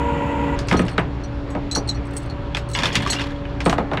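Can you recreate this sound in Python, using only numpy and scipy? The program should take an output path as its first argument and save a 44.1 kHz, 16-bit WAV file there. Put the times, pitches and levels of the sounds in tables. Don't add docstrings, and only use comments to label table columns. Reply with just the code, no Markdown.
import sys
import numpy as np
from scipy import signal
from scipy.io import wavfile

SR = 44100
rng = np.random.default_rng(int(sys.argv[2]) if len(sys.argv) > 2 else 0)


def wav_record(signal):
    frames = np.transpose(np.atleast_2d(signal))
    bounded = np.clip(frames, -1, 1)
    quanta = np.round(bounded * 32767).astype(np.int16)
    wavfile.write(sys.argv[1], SR, quanta)


N = 176400
TIME_S = np.arange(N) / SR

# frequency in Hz, free T60 in seconds, level in dB struck flat, on edge, at the tip.
LINK_MODES = [(4095, .10, 0, -18, -24), (4280, .09, -22, -4, -18), (4352, .12, -24, -3, -11),
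              (5640, .09, -11, -26, -28), (5820, .14, -16, -2, -22), (6605, .14, -9, -15, -22),
              (7860, .13, -7, -19, -14), (8175, .05, -22, -24, -1), (8540, .05, -22, -14, 0),
              (9860, .12, -32, -16, -20), (11180, .13, -24, -24, -26), (14140, .11, -46, -31, -36),
              (15540, .09, -48, -42, -17)]
# start in seconds, level in dB, tilt in dB per octave, blow (flat, edge or tip).
LINK_HITS = [(0.769, -29, 0, "edge"), (0.792, -41, 5, "tip"), (0.926, -36, -14.5, "tip"),
             (1.236, -38, -6.5, "edge"), (1.503, -50, 13.5, "flat"), (1.713, -19.5, -5, "flat"),
             (1.750, -15.5, -5, "edge"), (1.759, -28.5, 6, "edge"), (1.875, -20.5, -17.5, "tip"),
             (1.889, -18, -10.5, "flat"), (1.946, -40, -8, "edge"), (2.166, -29.5, 5, "tip"),
             (2.298, -30, -59, "edge"), (2.570, -49, 17.5, "flat"), (2.734, -31, 5, "flat"),
             (3.099, -17.5, -21, "edge"), (3.102, -25.5, 13, "flat"), (3.653, -27, 1, "tip")]
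# centre in seconds, spread in seconds, level in dB.
CHAIN_SWINGS = [(0.809, 0.061, -46.5), (2.158, 0.062, -50), (2.858, 0.12, -40.5), (3.698, .03, -44)]
# start in seconds, then mid, bass, treble and top levels in dB.
DECK_KNOCKS = [(0.712, -5.5, -11, -21, -24), (0.726, -1.5, -26, -25.5, -19), (0.739, -8, -8, -36, -37),
               (0.793, -7.5, -9.5, -26, -35), (0.98, -1.5, -14, -18.5, -35), (1.550, -7, -22.5, -38.5, -45),
               (1.759, -3.5, -19, -36.5, -18), (2.9541, -18, -15, -13.5, -5.5),
               (3.66, 2.5, -10.5, -26, -21), (3.696, -11, -34, -24.5, -14.5), (3.727, -3.5, -28, -28, -25),
               (3.782, -0.5, -14.5, -31, -30.5), (3.915, -1.5, -23.5, -37, -53),
               (3.934, -4, -46, -32.5, -31), (3.973, -12.5, -25, -24, -61)]
# frequency in Hz, gain in dB.
KNOCK_EQ = [(60, -3), (180, 4.5), (350, 1), (800, -11), (1300, -5), (2600, 1.5), (5000, -15.5),
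            (9000, -26.5), (14000, -39)]
# frequency in Hz, T60 in seconds.
DECK_DECAY = [(100, 0.41), (1200, 0.18), (3000, 0.13), (12000, 0.092)]
# frequency in Hz, gain in dB, T60 in seconds.
PLATE_MODES = [(173.3, -2, 0.17), (184.6, -2.5, 0.15), (770, -31, 0.54), (1260, -12.5, 0.15)]
# start in seconds, treble level in dB, top level in dB.
DECK_TAPS = [(0.59, -24, -18), (0.685, -19, -14.5), (0.882, -18, -27), (2.5477, -11, -21.5),
             (2.5692, -12.5, -22), (2.7503, -10, -20), (2.7883, -13, -15), (2.834, -6.5, -11.5),
             (2.856, -5.5, -12.5), (2.929, -30, -17), (3.0731, -17.5, -18), (3.1313, -13, -11),
             (3.1955, -15, -25), (3.2153, -17.5, -20), (3.4532, -25, -61), (3.6046, -13, -22.5)]
# frequency in Hz, gain in dB.
TAP_EQ = [(150, -14.5), (800, -8.5), (3000, -12), (5000, -10.5), (9000, -26), (14000, -43)]
# time in seconds, level in dB.
DRAG_LEVEL = [(.67, -56), (.72, -31), (.92, -45), (1.08, -70), (2.73, -80), (2.76, -25), (2.85, -27.5),
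              (2.91, -30), (2.98, -28.5), (3.22, -29.5), (3.27, -36.5), (3.55, -75)]
# frequency in Hz, relative density in dB.
DRAG_EQ = [(150, 19), (600, 7), (2000, 8.5), (3500, 6), (9000, -21), (15500, -24)]
# frequency in Hz, near level in dB, far level in dB.
TRUCK_TONES = [(60.34, -32.5, -34.5), (68.5, -31, -40.5), (118, -71, -35), (150.1, -34, -44.5),
               (284, -26.5, -33), (470, -31.5, -64.5), (568.6, -36, -42.5), (956, -30, -52.5)]
# centre in Hz, width in Hz, level in dB.
PUMP_BANDS = [(933, 120, -29.5), (1395, 87, -41.5), (1955, 71, -42.5), (2590, 770, -41.5), (7080, 920, -58),
              (9300, 9900, -62)]
# frequency in Hz, relative density in dB.
NEAR_EQ = [(15, -48), (25, -6), (64, 0), (250, -4.5), (673, -15), (1100, -17), (2780, -26.5), (15000, -106)]
# frequency in Hz, relative density in dB.
FAR_EQ = [(15, -31), (25, -2), (125, -4), (243, -12.5), (420, -13), (573, -20), (879, -19), (3830, -36.5),
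          (15000, -85)]

BAND_EDGES_HZ = 22 * 2 ** np.arange(0, 9.7, 1 / 3)
NEIGHBOUR_DETUNE = 0.046


def clinks(chatter_s=0.0036, chatter_loss_db=3, chatter_detune=0.0037, jostle_s=0.007, jostle_db=-13.5):
    out = np.zeros(N + SR)
    hz, t60_s, flat_db, edge_db, tip_db = np.transpose(LINK_MODES)
    blow_db = {"flat": flat_db, "edge": edge_db, "tip": tip_db}
    for start_s, db, tilt_db, blow in LINK_HITS:
        gains = from_db(db + blow_db[blow] + tilt_db * np.log2(hz / hz[0]))
        chatter = [(chatter_s * k * (1 + rng.random() / 2), -chatter_loss_db * k, chatter_detune)
                   for k in range(4)]
        jostle = [(rng.exponential(jostle_s), jostle_db, NEIGHBOUR_DETUNE) for _ in range(7)]
        for delay_s, touch_db, detune in chatter + jostle:
            wave = link_ring(hz, t60_s, gains * from_db(touch_db), detune)
            start = int((start_s + delay_s) * SR)
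            out[start:start + len(wave)] += wave
    return out[:N]


def link_ring(hz, t60_s, gains, detune, glove_t60_ratio=0.64, tick_db=-9.5):
    t = TIME_S[:SR // 5]
    tuned_hz = hz * (1 + detune * rng.standard_normal(len(hz)))
    decay = np.exp(-np.log(1000) * t / (glove_t60_ratio * t60_s[:, None]))
    modes = np.sin(2 * np.pi * (tuned_hz[:, None] * t + rng.random((len(hz), 1)))) * decay
    tick = band(rng.standard_normal(len(t)), 2300, 8000) * np.exp(-t / 0.0029)
    attack = 1 - np.exp(-t / 0.00045)
    return (gains @ modes + 2 * from_db(tick_db) * np.linalg.norm(gains) * tick) * attack


def knocks(gain_db=13, crack_t60_s=0.011, tail_db=-5, push_db=19, hook_db=5.5):
    start_s, mid_db, bass_db, treble_db, top_db = np.transpose(DECK_KNOCKS)

    def envelope(hz):
        db = [np.interp(np.log(hz), np.log([250, 800, 2500, 6000]), row)
              for row in zip(bass_db, mid_db, treble_db, top_db)]
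        hits = clicks(start_s, from_db(np.array(db) + at_hz(KNOCK_EQ, hz) + gain_db))
        return hit_decay(hits, crack_t60_s) + from_db(tail_db) * hit_decay(hits, at_hz(DECK_DECAY, hz))

    plate = 0
    for k, (hz, db, t60_s) in enumerate(PLATE_MODES):
        sizes = from_db(bass_db + db + rng.standard_normal(len(start_s)))
        plate += (-1) ** k * ring(clicks(start_s, sizes), hz, t60_s)
    push = band(clicks(start_s, from_db(treble_db + push_db)), 400, 3500)
    return banded_noise(envelope) + plate + push + metal_tones(start_s, treble_db + hook_db)


def taps(gain_db=14, tick_t60_s=0.0024, tail_db=-8.5, tail_t60_s=0.12):
    start_s, treble_db, top_db = np.transpose(DECK_TAPS)

    def envelope(hz):
        db = [np.interp(np.log(hz), np.log([2500, 6000]), row) for row in zip(treble_db, top_db)]
        hits = clicks(start_s, from_db(np.array(db) + at_hz(TAP_EQ, hz) + gain_db))
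        return hit_decay(hits, tick_t60_s) + from_db(tail_db) * hit_decay(hits, tail_t60_s)

    return banded_noise(envelope) + metal_tones(start_s, treble_db)


def metal_tones(starts_s, levels_db, range_hz=(1574, 3920), t60_s=0.034, gain_db=-10):
    out = 0
    for start_s, db in zip(starts_s, levels_db):
        hit = clicks([start_s], [from_db(db + gain_db)])
        for k, hz in enumerate(rng.uniform(*range_hz, size=3)):
            out += (-1) ** k * ring(hit, hz, t60_s)
    return out


def drag(contacts_per_s=400, rattle_t60_s=0.032, rib_range_hz=(890, 3520), rib_t60_s=0.055, rib_db=-3.5):
    count = int(contacts_per_s * N / SR)
    start_s = rng.uniform(0, N / SR, count)
    size_db = 3.6 * np.minimum(rng.exponential(1, count), 3.5)

    def envelope(hz):
        db = size_db + at_hz(DRAG_EQ, hz) + 5 * rng.standard_normal(count)
        return hit_decay(clicks(start_s, from_db(db)), rattle_t60_s)

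    rattle = banded_noise(envelope)
    ribs = sum(ring(clicks(start_s, from_db(size_db) * rng.standard_normal(count) ** 3), hz, rib_t60_s)
               for hz in rng.uniform(*rib_range_hz, size=36))
    level = from_db(np.interp(TIME_S, *np.transpose(DRAG_LEVEL)))
    return (unit_rms(rattle) + from_db(rib_db) * unit_rms(ribs)) * level


def jingle(touches_per_swing=14):
    out = np.zeros(N + SR)
    hz, t60_s, _, _, tip_db = np.transpose(LINK_MODES)
    for centre_s, spread_s, db in CHAIN_SWINGS:
        for _ in range(touches_per_swing):
            start = int(rng.normal(centre_s, spread_s) * SR)
            wave = link_ring(hz, t60_s, from_db(db + tip_db / 2), NEIGHBOUR_DETUNE)
            out[start:start + len(wave)] += wave
    return out[:N]


def truck(pump_stop_s=0.56, fade_s=0.011, settle_s=0.12, speed_wander=0.0029):
    near = np.clip((pump_stop_s - TIME_S) / fade_s + 0.5, 0, 1)
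    settle_db = 6.5 * (1 - near) * np.exp(-np.abs(TIME_S - pump_stop_s) / settle_s)
    engine_time_s = np.cumsum(1 + speed_wander * drift(1.9)) / SR
    return hum(engine_time_s, near, settle_db) + near * pump(engine_time_s) + rumble(near, settle_db)


def hum(engine_time_s, near, settle_db, flutter_db=2.5, dip_hz=284, dip_s=2.597, dip_width_s=0.37):
    dip_db = -15.5 * np.exp(-((TIME_S - dip_s) / dip_width_s) ** 2)
    out = 0
    for hz, near_db, far_db in TRUCK_TONES:
        db = far_db + near * (near_db - far_db) + settle_db + flutter_db * drift(2)
        if hz == dip_hz:
            db += dip_db
        out += np.sqrt(2) * from_db(db) * np.sin(2 * np.pi * (hz * engine_time_s + rng.random()))
    return out


def pump(engine_time_s, throb_hz=22.9, throb_depth=0.37):
    throb = np.exp(-throb_depth * (throb_hz * engine_time_s % 1))
    out = 0
    for hz, width_hz, db in PUMP_BANDS:
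        resonance = band(throb * rng.standard_normal(N), hz - width_hz / 2, hz + width_hz / 2)
        out += from_db(db) * unit_rms(resonance)
    return out


def rumble(near, settle_db, near_db=-25.5, far_db=-29.5, flicker_db=1.5):
    close = unit_rms(banded_noise(lambda hz: from_db(at_hz(NEAR_EQ, hz))))
    distant = unit_rms(banded_noise(lambda hz: from_db(at_hz(FAR_EQ, hz) + flicker_db * drift(8.3))))
    return near * from_db(near_db) * close + (1 - near) * from_db(far_db + settle_db) * distant


def hit_decay(hits, t60_s, skid_s=0.0021):
    contact = np.hanning(int(skid_s * SR))
    energy = np.convolve(hits ** 2, contact / contact.sum(), "same")
    return np.sqrt(signal.lfilter([1], [1, -1e-6 ** (1 / (t60_s * SR))], energy + 1e-18))


def ring(hits, hz, t60_s):
    radius, angle = 1e-3 ** (1 / (t60_s * SR)), 2 * np.pi * hz / SR
    return signal.lfilter([0, np.sin(angle)], [1, -2 * radius * np.cos(angle), radius ** 2], hits + 1e-18)


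def clicks(times_s, sizes):
    return np.bincount(np.clip(np.asarray(times_s) * SR, 0, N - 1).astype(int), sizes, N)


def banded_noise(gain_at):
    white = rng.standard_normal((2, N))
    return sum(band(white[k % 2] * gain_at(np.sqrt(low_hz * high_hz)), low_hz, high_hz)
               for k, (low_hz, high_hz) in enumerate(zip(BAND_EDGES_HZ, BAND_EDGES_HZ[1:])))


def band(x, low_hz, high_hz):
    return signal.sosfilt(signal.butter(2, [low_hz, high_hz], "band", fs=SR, output="sos"), x)


def drift(rate_hz, hop=40):
    pole = np.exp(-2 * np.pi * hop * rate_hz / SR)
    slow = signal.lfilter([1], [1, -2 * pole, pole ** 2], rng.standard_normal(N // hop + 2002))[2000:]
    return np.interp(np.arange(N) / hop, np.arange(len(slow)), unit_rms(slow))


def at_hz(table, hz):
    table_hz, values = np.transpose(table)
    return np.interp(np.log(hz), np.log(table_hz), values)


def from_db(db):
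    return 10 ** (np.asarray(db) / 20)


def unit_rms(x):
    return x / np.sqrt(np.mean(x ** 2) + 1e-20)


def scene():
    return (clinks() + jingle() + knocks() + taps() + drag() + truck())[None]


def record(dry, mic_top_hz=11000, ceiling=1.2, cutoff_hz=15750):
    dull = signal.sosfilt(signal.butter(2, mic_top_hz, fs=SR, output="sos"), dry)
    rounded = ceiling * np.tanh(dull / ceiling)
    return signal.sosfilt(signal.ellip(10, 0.1, 80, cutoff_hz, fs=SR, output="sos"), rounded)


dry = scene()
out = record(dry)
wav_record(out)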